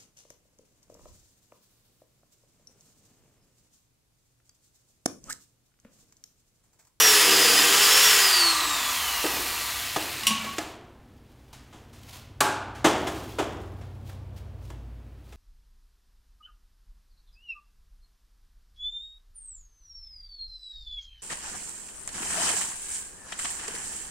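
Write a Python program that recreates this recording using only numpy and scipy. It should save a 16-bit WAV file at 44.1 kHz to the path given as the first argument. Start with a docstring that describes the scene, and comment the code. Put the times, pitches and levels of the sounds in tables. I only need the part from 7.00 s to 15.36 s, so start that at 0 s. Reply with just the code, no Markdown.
"""In a workshop a corded drill bores plywood, is pulled out, let go and coasts to a stop on a metal saw table.
Noise, tones and a rough surface read at the shaft angle follow the motor; the bit clinks and skids on the metal.
A clamp snaps open and the board knocks about in its jig: clatters excite each body and its decaying modes.
A sleeve rustles as grainy noise, and a low drone of wavering sines sounds over the quiet air of the shop."""
import sys
import numpy as np
from scipy import signal
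from scipy.fft import rfft, irfft, next_fast_len
from scipy.io import wavfile
from scipy.ndimage import map_coordinates

SR = 44100
rng = np.random.default_rng(int(sys.argv[2]) if len(sys.argv) > 2 else 0)


def to_wav(sig):
    """Store sig (one row per channel, or 1-D mono) as 16-bit WAV at the path in sys.argv[1].

    Samples outside -1..1 are clipped; the rate is SR.
    """
    pcm = np.clip(np.atleast_2d(sig), -1, 1) * 32767
    pcm = np.round(pcm).astype(np.int16)
    wavfile.write(sys.argv[1], SR, pcm.T)  # frames by channels


N = 368676
TIME = np.arange(N) / SR
CRAWL_HZ = 10  # the lowest shaft speed
# Load on the bit as it bites. Each row: time in seconds, level of the gear growl in dB.
BITE_LOAD = [(0, -42.5), (.2, -42.5), (.32, -37.5), (.55, -37.5), (.7, -42), (1.15, -47), (1.6, -83)]


def amp(db):
    """Level: 20 dB are a factor of ten in amplitude."""
    return 10 ** (np.asarray(db) / 20)


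def evened(x):
    """Normalization: scales to rms 1."""
    return x / np.sqrt(np.mean(x ** 2) + 1e-20)


def read(points, hz):
    """Interpolation of a spectrum table on a logarithmic frequency axis."""
    f, value = np.transpose(points)
    return np.interp(np.log(hz + 1), np.log(f + 1), value)


def curves(rows):
    """Linear interpolation of each column of a time table, sample by sample."""
    s, *columns = np.transpose(rows)
    return [np.interp(TIME, s, c) for c in columns]


def add(mix, s, sound):
    """Superposition: mixes a sound in at time s."""
    part = mix[round(s * SR):][:len(sound)]
    part += sound[:len(part)]


def ramp(middle_s, length_s):
    """Linear transition from 0 to 1, centred on a moment."""
    return np.clip((TIME - middle_s) / length_s + .5, 0, 1)


def swell(s, db, half_s):
    """Gaussian envelope: a smooth rise and fall around a moment."""
    return amp(db) * np.exp(-((TIME - s) / half_s) ** 2)


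def colour(x, points):
    """Zero-phase filtering by a spectrum table, to rms 1."""
    size = next_fast_len(len(x))
    gain = amp(read(points, np.fft.rfftfreq(size, 1 / SR)))
    return evened(irfft(rfft(x, size) * gain, size)[:len(x)])


def noise(points):
    """Stationary noise: white noise given a spectral colour."""
    return colour(rng.standard_normal(N), points)


def wander(rate_hz):
    """Slow random fluctuation: noise under a Gaussian low-pass, rms 1."""
    size = next_fast_len(N)
    hz = np.fft.rfftfreq(size, 1 / SR)
    lowpass = np.exp(-(hz / rate_hz) ** 2)
    return evened(irfft(rfft(rng.standard_normal(size)) * lowpass, size)[:N])


def impulses(per_s):
    """Poisson-like shower: sparse impulses of random height and sign."""
    return (rng.random(N) < per_s / SR) * (2 * rng.random(N) - 1)


def causal(points, tilt_db, size=2048):
    """Minimum phase: the sharp-fronted response of a body with this spectrum, tilted about 1 kHz."""
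    hz = abs(np.fft.fftfreq(size, 1 / SR))
    tilt = tilt_db * np.log2(np.maximum(hz, 250) / 1000)
    log_gain = np.log(amp(np.maximum(read(points, hz), -70) + tilt))
    # the Hilbert transform of the log gain gives the phase
    return np.fft.ifft(np.exp(np.conj(signal.hilbert(log_gain)))).real[:size // 2]


def ringing(modes):
    """Forced resonance: steady scraping heard through a few resonances, rms 1."""
    size = next_fast_len(N)
    hz = np.fft.rfftfreq(size, 1 / SR)
    gain = sum(amp(db) / (1 + (2 * (hz - f) / width) ** 2) for f, width, db in modes)
    return evened(irfft(rfft(rng.standard_normal(size)) * gain, size)[:N])


def room_tail(order=6):
    """Reverberation: dense reflections from near walls and machines, each band with its own decay; energy 1."""
    # Decay of the room. Each row: frequency in Hz, time to fall 60 dB in seconds.
    room_decay = [(150, 2.1), (400, 1.02), (1000, 1.03), (2800, 0.76), (7000, 0.51), (15000, 0.26)]
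    taps = rng.choice([-1., 1.], SR) * (rng.random(SR) < 1 / order) * (TIME[:SR] > .003)
    hz, t, bands = signal.stft(taps, SR, nperseg=256)
    decay = amp(-60 * t / read(room_decay, hz)[:, None])
    tail = signal.istft(bands * decay, SR, nperseg=256)[1][:SR]
    return tail / np.linalg.norm(tail)


def workshop(x, wet_db):
    """Direct and diffuse field: sound and its reverberation together, at the same power."""
    wet = signal.fftconvolve(x, room_tail())[:N]
    return (x + amp(wet_db) * wet) / np.sqrt(1 + amp(wet_db) ** 2)


def nearby(x, echo_db=-19):
    """Comb filtering: faint single echoes from hard surfaces close by ripple the spectrum."""
    # First echoes from table, board, floor and wall. Each entry: delay in seconds.
    echo_delays = [.0017, .0041, .0067, .0103, .0151, .0209]
    out = x.copy()
    for delay_s in echo_delays:
        add(out, delay_s, amp(echo_db) * x)
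    return out / np.sqrt(1 + len(echo_delays) * amp(echo_db) ** 2)


def background(waver=.004, swell_db=2, rumble_db=-12):
    """Slow modulation: a drone of sines wavers in pitch and level, with rumble, over the air of the shop."""
    # Upper tones of the drone. Each row: final pitch in Hz, relative level in dB.
    drone_tones = [(73, -6.5), (94, -2), (117, -10.5), (126, -6)]
    # Upper drone. Each row: time in seconds, level in dB.
    drone_upper = [(0, -59), (2.2, -60), (3.2, -49), (4.0, -58), (5.55, -47), (5.8, -44), (6.9, -42),
                   (7.5, -41), (8.36, -55)]
    # Quiet air of the shop. Each row: frequency in Hz, relative density in dB per Hz.
    air_colour = [(25, -8.5), (50, 1.5), (100, -11), (170, -13), (230, -2), (400, -13), (700, -16.5),
                  (1100, -22), (3000, -28.5), (7000, -38), (15500, -41.5)]
    # One deep rumble. Entries: time of its height in seconds, level in dB, half length in seconds.
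    deep_swell = (2.3, -52.5, .8)
    # the drone's base steps up and sinks in pitch around swell_s, then goes on growing
    swell_s, rise_s, sag = 5.62, .2, .04
    quiet_db, loud_db, growth_db_per_s = -61, -52, 3.5
    loud, (upper_db,) = ramp(swell_s, rise_s), curves(drone_upper)
    pitch = 1 + sag * (1 - loud)
    base_db = (1 - loud) * quiet_db + loud * (loud_db + growth_db_per_s * (TIME - swell_s))

    def tone(hz):
        """Frequency and amplitude modulation: one wavering line of the drone."""
        cycles = np.cumsum(hz * pitch * (1 + waver * wander(3.6))) / SR
        return amp(swell_db * wander(2.1)) * np.sin(2 * np.pi * cycles)

    base = amp(base_db) * evened(tone(57.8))
    upper = evened(sum(amp(db) * tone(hz) for hz, db in drone_tones))
    rumble = noise([(20, -12.0), (45, -12.5), (130, -3.5), (170, -2.0), (300, -9.5), (700, -12.0),
                    (2000, -31.5), (8000, -55.5)])
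    deep = swell(*deep_swell) * noise([(20, -16), (45, -3.5), (75, 3.5), (120, -18), (400, -48.5), (4000, -90.5)])
    air = amp(-55) * noise(air_colour)
    return base + amp(upper_db) * (upper + amp(rumble_db) * rumble) + deep + air


def sleeve(grain_db=3, catches_per_s=45, catch_db=-8):
    """Stick-slip friction: cloth slides in small uneven catches, swelling with each move of the arm; some tick."""
    # Strokes of the sleeve. Each row: time of its height in seconds, level in dB, half length in seconds.
    strokes = [(4.63, -68, 0.52), (5.133, -47.5, 0.084), (6.186, -48, 0.22), (6.746, -67.5, 0.36),
               (7.1, -54, .035), (7.38, -60, .03), (7.67, -60.5, 0.064), (8.35, -63, 0.12)]
    # Each row: frequency in Hz, relative density in dB per Hz.
    cloth_colour = [(300, -22.5), (700, -2), (1500, -7.5), (3200, -4.5), (6000, -7.5), (9000, -12),
                    (15500, -13.5)]
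    tick_body = causal([(500, -22), (2400, -14), (3300, 2), (4500, -12), (15000, -14)], 0)
    ticking = evened(signal.fftconvolve(impulses(catches_per_s), tick_body)[:N])
    cloth = amp(grain_db * wander(90)) * noise(cloth_colour) + amp(catch_db) * ticking
    return workshop(sum(swell(*stroke) for stroke in strokes) * cloth, wet_db=-4.5)


def blows(rows, spectrum, modes, ring_db, rise_s, wet_db):
    """Impact: a quick clatter of contacts sounds the body, fills the room and leaves free modes decaying."""
    out, t = np.zeros(N), TIME[:SR]
    for s, db, tilt_db, length_s in rows:
        rise = 1 - np.exp(-t / rise_s)
        contacts = rng.choice([-1., 1.], SR) * (rng.random(SR) < .5) * np.exp(-t / length_s) * rise
        echoes = room_tail() * (1 - np.exp(-t / length_s))  # the room fills while the clatter lasts
        body = causal(spectrum, tilt_db)
        thud, tail = (evened(signal.fftconvolve(part, body)[:SR]) for part in (contacts, echoes))
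        ring = np.zeros(SR)
        for hz, mode_db, t60 in modes:
            decay_db = mode_db + tilt_db * np.log2(hz / 1000) - 60 * t / t60
            ring += amp(decay_db) * np.sin(2 * np.pi * (hz * t + rng.random()))
        blow = thud + amp(wet_db) * tail + amp(ring_db) * evened(ring * rise)
        add(out, s, amp(db) * np.sqrt(.02) * blow)  # db: rms level of the thud's energy packed into 20 ms
    return out


def handling(settle_db=-17, settle_s=0.096, rattles_per_s=60):
    """Impact excitation: board, bit, clamp and fingers; each sound of the board leaves the loose jig rattling."""
    # Wooden knocks and one low rub (3.44 s), the bit on the saw table, the clamp letting go, ticks of fingers and jig.
    # Each row: start in seconds, level in dB, brightness in dB per octave, decay time of the clatter in seconds.
    board_sounds, clinks, snaps, ticks = [(2.239, -26.5, -3, 0.011), (2.262, -31.5, 1.5, 0.0056),
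                                          (2.366, -38, 0, .006), (2.96, -26, 0, 0.0071),
                                          (3.44, -38.5, 1.5, 0.019), (3.582, -29, 0.3, 0.0047),
                                          (4.725, -46.5, 0, 0.06), (5.843, -14, -0.5, 0.029),
                                          (6.068, -30, 0.5, 0.018), (6.384, -22.5, -1.5, 0.024),
                                          (7.701, -46.5, 0, 0.0043), (8.323, -52.5, 1, .008)], [(3.233, -37, 1, .004), (3.268, -19.5, 3, 0.011),
                                                          (3.307, -31, -2, 0.0092)], [(5.405, -19, -0.5, 0.0081)], [(4.528, -48.5, 6, .015),
                                                                                         (4.928, -52.5, 6.5, 0.06),
                                                                                         (5.748, -44, 3, 0.045),
                                                                                         (6.156, -50, 6, .012),
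                                                                                         (6.61, -62, 9, .012),
                                                                                         (6.81, -52, 1.5, .02),
                                                                                         (7.095, -50.5, -1.5, 0.0055),
                                                                                         (7.375, -62, 4, 0.0084)]
    # Colour of each sound. Each row: frequency in Hz, relative density in dB per Hz before the brightness tilt.
    wood, steel, clamp_colour, tick_colour = [(65, -63), (110, -11.5), (213, -11), (323, 2), (565, -3.5),
                                              (653, -0.5), (1620, -8.5), (2120, -12), (2310, -12),
                                              (3350, -10.5), (4210, -18), (6910, -16), (15500, -34)], [(88, -40.5), (150, -7.5), (253, -6.5),
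                                                            (359, -25), (766, -12), (1110, -4.5),
                                                            (1400, -23.5), (2650, -3), (2860, 3),
                                                            (3350, -6.5), (4650, -12), (7270, -13.5),
                                                            (15500, -25)], [(59, -49.5), (100, -29),
                                                                           (134, -29), (275, -8.5),
                                                                           (394, -11), (457, -11),
                                                                           (808, -2.5), (1060, -4.5),
                                                                           (1590, -4), (1960, -15.5),
                                                                           (2420, -11), (5170, -16.5),
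                                                                           (7890, -14), (15500, -23.5)], [(300, 11),
                                                                                          (900, 16.5),
                                                                                          (3000, 4.5),
                                                                                          (7000, -5.5),
                                                                                          (15000, -22)]
    # Free modes. Each row: frequency in Hz, relative level in dB before the tilt, 60 dB decay time in seconds.
    wood_modes, steel_modes, clamp_modes = [(285, -25, .25), (311, -4, 0.32), (407, -13.5, 0.23),
                                            (671, -7.5, .3), (846, -11.5, 0.36), (1252, -4.5, 0.13),
                                            (1700, -13, .3), (2080, -13, 0.22)], [(215, -4.5, 0.42), (1106, -6.5, 0.66),
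                                                                (1065, -22.5, .45), (2910, 1.5, 0.1),
                                                                (5680, -7.5, 0.13), (7640, -13.5, 0.12),
                                                                (8732, -14, .15), (9555, -18.5, 0.14),
                                                                (10100, -16, .18)], [(146.4, -10.5, 0.57),
                                                                                     (393, -4.5, 0.88),
                                                                                     (850, 0.5, 0.91),
                                                                                     (910, -1, .6),
                                                                                     (1135, 2, .48),
                                                                                     (1593, 0, 0.64),
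                                                                                     (2390, -18, 0.27),
                                                                                     (7687, -25.5, .25)]
    board = blows(board_sounds, wood, wood_modes, ring_db=-4.5, rise_s=0.0042, wet_db=-3)
    bit = blows(clinks, steel, steel_modes, ring_db=-1, rise_s=0.00031, wet_db=-2.5)
    clamp = blows(snaps, clamp_colour, clamp_modes, ring_db=-2.5, rise_s=0.0011, wet_db=1.5)
    fingers = blows(ticks, tick_colour, wood_modes, ring_db=-17, rise_s=0.0027, wet_db=0.5)
    shaken = np.zeros(N)
    for s, db, _, _ in board_sounds:
        shaken += amp(db + settle_db) * (TIME > s) * np.exp(-abs(TIME - s) / settle_s)
    contacts = evened(impulses(rattles_per_s))
    rattle = shaken * evened(signal.fftconvolve(contacts, causal(wood, 0))[:N])
    return board + bit + clamp + fingers + workshop(rattle, wet_db=-3)


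def skid(flutter_db=-0.5):
    """Friction-driven resonance: the still turning bit scrapes the metal table and keeps it singing."""
    # Modes kept ringing. Each row: frequency in Hz, width at half amplitude in Hz, relative level in dB.
    skid_modes = [(225, 48, -6), (1120, 33, -0.5), (2310, 68, -8), (2860, 55, -13)]
    # The table's note. Entries: frequency in Hz, level in dB.
    note_hz, note_db = (1112, -45.5)
    start_s, rise_s, hold_s, fade_db_per_s = 3.268, .05, 0.2, 103
    t = TIME - start_s
    envelope = np.clip(t / rise_s, 0, 1) * amp(-fade_db_per_s * np.maximum(t - hold_s, 0))
    note = amp(note_db + flutter_db * wander(30)) * np.sin(2 * np.pi * note_hz * t + .4 * wander(20))
    return envelope * (amp(-39.5) * ringing(skid_modes) + note)


def shaft():
    """Rotor dynamics: load sets the speed in Hz until let-go, then friction and air drag run it down."""
    # Motor under power, sagging as the bit bites. 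Each row: time in seconds, shaft speed in Hz.
    motor = [(0.0, 443.8), (0.19, 413.1), (0.26, 397.7), (0.34, 387.7), (0.5, 384.2), (0.6, 387.3),
             (0.8, 402.0), (1.03, 430.0), (1.077, 431.0)]
    # air drag matches dry friction at drag_hz; from grip_s on the bearings grip harder
    friction_hz_per_s, drag_hz, grip_s, grip_hz_per_s = 90.85, 298, 2.3, 30
    (driven_hz,), (off_s, off_hz) = curves(motor), motor[-1]
    left = np.arctan(off_hz / drag_hz) - friction_hz_per_s / drag_hz * (TIME - off_s)
    coast_hz = drag_hz * np.tan(np.maximum(left, 0)) - grip_hz_per_s * np.maximum(TIME - grip_s, 0)
    return np.where(TIME < off_s, driven_hz, np.maximum(coast_hz, CRAWL_HZ))


def by_speed(law, speed):
    """Power law: gain of a part at this share of full speed."""
    full_db, db_per_octave = law
    return amp(full_db + db_per_octave * np.log2(speed))


def fan(speed, powered, mesh, sparks_per_s=600, spark_db=-11, housing_db=-8):
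    """Flow noise: air rushes through the housing, joined by brush sparks that die away after let-go."""
    # Each row: frequency in Hz, relative density in dB per Hz.
    rush_powered, rush_coasting = [(410, -40.5), (700, -11), (1250, -2.5), (1980, 1), (2340, -3), (3180, 1),
                                   (4210, -3), (4980, 1), (5880, -3.5), (7130, 0), (8980, -8.5),
                                   (10900, -10), (15000, -24)], [(410, -26.5), (700, -7), (1100, -5.5), (1400, -6),
                                                         (1950, -3), (2800, -5.5), (3300, -6.5),
                                                         (4100, -2.5), (5500, -7.5), (7500, -7.5),
                                                         (12000, -20), (15600, -22)]
    # Resonances of the housing. Each row: frequency in Hz, width at half amplitude in Hz, relative level in dB.
    housing = [(827, 41, 0), (1327, 40, -2.5), (1544, 36, 0.5), (1950, 130, -2), (2090, 75, -6),
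               (2677, 320, 0.5), (3080, 140, -1.5), (3340, 100, -2.5), (4180, 160, -10.5)]
    # Speed laws. Entries: level in dB at full speed, slope in dB per octave of speed.
    powered_law, coasting_law = (-18, 8.6), (-26.5, 3.98)
    gain = powered * by_speed(powered_law, speed) + (1 - powered) * by_speed(coasting_law, speed)
    rush = np.sqrt(powered) * noise(rush_powered) + np.sqrt(1 - powered) * noise(rush_coasting)
    rush = evened(rush + amp(housing_db) * ringing(housing))
    sparks = colour(impulses(sparks_per_s), [(800, -21.0), (2500, 2.5), (7000, -5), (15000, -3.5)])
    crackle = amp(spark_db) * powered * workshop(sparks, wet_db=-10.0)
    return gain * (rush * mesh + crackle)


def brushes(angle, speed, powered, mesh, slow_throb=0.33):
    """Sliding friction: the brushes hiss, and the hiss falls apart into one swish a turn as the shaft crawls."""
    # Each row: frequency in Hz, relative density in dB per Hz.
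    brush_colour = [(6000, -30.5), (9000, -5), (11500, -4), (14500, -3), (16000, -8)]
    # Shading as the drill passes behind the body and is laid on the table. Each row: time in seconds, gain in dB.
    shade = [(1.3, 3), (1.5, -10), (1.7, -16), (1.9, -3.5), (2.45, 0), (3.17, 1), (3.36, -2), (3.6, 1)]
    # Speed laws. Entries: level in dB at full speed before the shading, slope in dB per octave of speed.
    powered_law, coasting_law = (-27, 30), (-26.5, 6.5)
    shade_db, = curves(shade)
    gain = powered * by_speed(powered_law, speed) + (1 - powered) * by_speed(coasting_law, speed)
    swish = 1 + slow_throb * (1 - speed) ** 4 * np.cos(angle)
    return amp(shade_db) * gain * noise(brush_colour) * mesh * swish


def case_and_rub(speed, powered, hole_db=9.0):
    """Structure-borne noise: the gear case hums as filtered noise, and the bit rubs harder in the hole."""
    # Each row: frequency in Hz, relative density in dB per Hz.
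    case_colour, rub_colour = [(700, -30.5), (950, -4.5), (1120, -2), (1280, -5.5), (1600, -21)], [(90, -31), (150, -17), (220, -9.5), (310, -0.5), (480, 4),
                                                  (560, -5.5), (700, 0), (1100, -12)]
    # Speed laws. Entries: level in dB at full speed (case: once coasting), slope in dB per octave of speed.
    case_law, rub_law = (-25, 11.4), (-44.5, 4)
    bite_db, = curves(BITE_LOAD)
    case = by_speed(case_law, speed) * noise(case_colour) * (1 - .5 * powered)
    rub = np.hypot(by_speed(rub_law, speed), amp(bite_db + hole_db))  # the powers add
    return case + rub * noise(rub_colour)


def fan_whine(angle, shaft_hz, blades=13, flutter_db=2.5):
    """Blade-passing tone: blades times the shaft speed, as loud as the housing lets that pitch out."""
    # Each row: frequency in Hz, level in dB before the flutter.
    whine_levels = [(2000, -59.5), (2600, -36.5), (3150, -36), (3950, -34.5), (4350, -21), (4950, -19),
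                    (5150, -33.5), (5400, -26.5), (5520, -23), (5620, -19)]
    level_db = read(whine_levels, blades * shaft_hz) + flutter_db * wander(25)
    return amp(level_db) * np.sin(blades * angle)


def armature(angle, speed):
    """Order tones: unbalance and gears sound at shaft multiples, fade with speed and are gone at half speed."""
    # Turning armature. Entries: multiples of the shaft speed; their levels in dB at full speed before flutter.
    shaft_orders, shaft_db = [1, 4, 8, 12, 20, 26, 39], [-35.5, -36.5, -34, -31.5, -40, -29.5, -44]
    fade = speed ** 2 * np.clip((speed - .5) / 0.27, 0, 1)
    return fade * sum(amp(db + 3.3 * wander(8.3)) * np.sin(k * angle) for k, db in zip(shaft_orders, shaft_db))


def bearings(angle, shaft_hz, speed, width_hz=70, patchy_db=4):
    """Narrow-band noise: fuzzy whistles come and go as they glide down and fade with the coasting shaft."""
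    # Free-running bearings. Entries: multiples of the shaft speed; their levels in dB at full speed.
    bearing_orders, bearing_db = [9, 13.4, 26, 71], [-41, -38.5, -45, -35]
    whistles = np.zeros(N)
    for k, db in zip(bearing_orders, bearing_db):
        fuzzy = wander(width_hz) * np.cos(k * angle) + wander(width_hz) * np.sin(k * angle)
        audible = np.clip((SR / 2 - k * shaft_hz) / 2000, 0, 1)  # silent above half the sample rate
        whistles += amp(db + patchy_db * wander(4.1)) * fuzzy * audible
    return speed ** 2 * whistles


def commutator(angle, shaft_hz, speed, powered, stall_hz=65, size=1024):
    """Surface roughness read at the shaft angle: the scrape's colour sinks with speed and fades at the stall."""
    # Roughness past the brushes. Each row: multiple of the shaft speed, relative level in dB.
    wear = [(1, -41), (9, -23), (12, -21), (13.4, -1.5), (15, -22.5), (17, 0.5), (19, -12.5), (22, -5.5),
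            (26, 6), (31, 0), (36, -5.5), (50, -1.5), (62, -14.5), (75, -14.5), (92, -15.5), (110, -14.5),
            (180, -27)]
    # Speed law. Entries: level in dB at full speed, slope in dB per octave of speed.
    scrape_law = (-40, 1.5)
    place = angle / (2 * np.pi) * size
    length = next_fast_len(int(place[-1]) + size)
    multiple = np.fft.rfftfreq(length, 1 / size)
    surface = rfft(rng.standard_normal(length)) * amp(read(wear, multiple))
    scrape = np.zeros(N)
    for low, high in [(0, 40), (40, 70), (70, 110), (110, 180)]:
        # fine ridges are heard only once the shaft is slow
        audible = np.clip((SR / 2 - high * shaft_hz) / 2000, 0, 1)
        ridges = irfft(surface * (multiple >= low) * (multiple < high), length)
        scrape += audible * map_coordinates(ridges, [place], order=1)
    moving = np.clip((shaft_hz - CRAWL_HZ) / stall_hz, 0, 1)
    gain = (1 - powered) * by_speed(scrape_law, speed)
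    return workshop(gain * moving * evened(scrape), wet_db=2.5)


def boring(angle, flutter_db=3):
    """Gear-train vibration: while the edges cut, the loaded gears growl in a few low tones."""
    # Loaded gear train. Entries: multiples of the shaft speed; their relative levels in dB.
    gear_orders, gear_db = [.36, .535, .8, 1.245, 1.72], [-10, -6.5, -0.5, 0.5, -10.5]
    level_db, = curves(BITE_LOAD)
    growl = np.zeros(N)
    for k, db in zip(gear_orders, gear_db):
        growl += amp(db + flutter_db * wander(5.2)) * np.sin(k * angle + 0.6 * wander(8.4))
    return amp(level_db) * evened(growl)


def drill(jitter=0.00057, shake_db=0.66, teeth=0.13):
    """Rotating machine: one shaft angle and speed drive the rush, hiss, tones, whistles, scrape and growl."""
    shaft_hz = shaft()
    angle = 2 * np.pi * np.cumsum(shaft_hz * (1 + jitter * wander(50))) / SR
    speed = shaft_hz / shaft_hz.max()
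    powered = 1 - ramp(1.386, 0.49)  # share of the powered sound, dying away after let-go
    turning = np.clip((3.79 - TIME) / .13, 0, 1)  # fades over the last turn
    # the gears rub harder once a turn, and the hand-held bit shakes them unevenly
    mesh = (1 + teeth * np.cos(angle)) * amp(shake_db * wander(76))
    rattle = fan(speed, powered, mesh) + brushes(angle, speed, powered, mesh)
    noises = turning * (rattle + case_and_rub(speed, powered))
    whistles = (1 - powered) * bearings(angle, shaft_hz, speed)
    tones = turning * (fan_whine(angle, shaft_hz) + armature(angle, speed) + whistles)
    scrape = commutator(angle, shaft_hz, speed, powered)
    return workshop(nearby(noises), wet_db=-10.5) + workshop(tones, wet_db=-12.5) + scrape + boring(angle)


def scene():
    """Superposition: all sources add and reach both channels alike."""
    mono = background() + sleeve() + handling() + skid() + drill()
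    return np.array([mono, mono])


def record(dry):
    """Band limitation: a linear-phase low-pass ends the spectrum at 15850 Hz."""
    lowpass = signal.firwin(511, 15850, window=("kaiser", 9), fs=SR)
    return signal.oaconvolve(dry, lowpass[None], "same")


dry = scene()
out = record(dry)
to_wav(out)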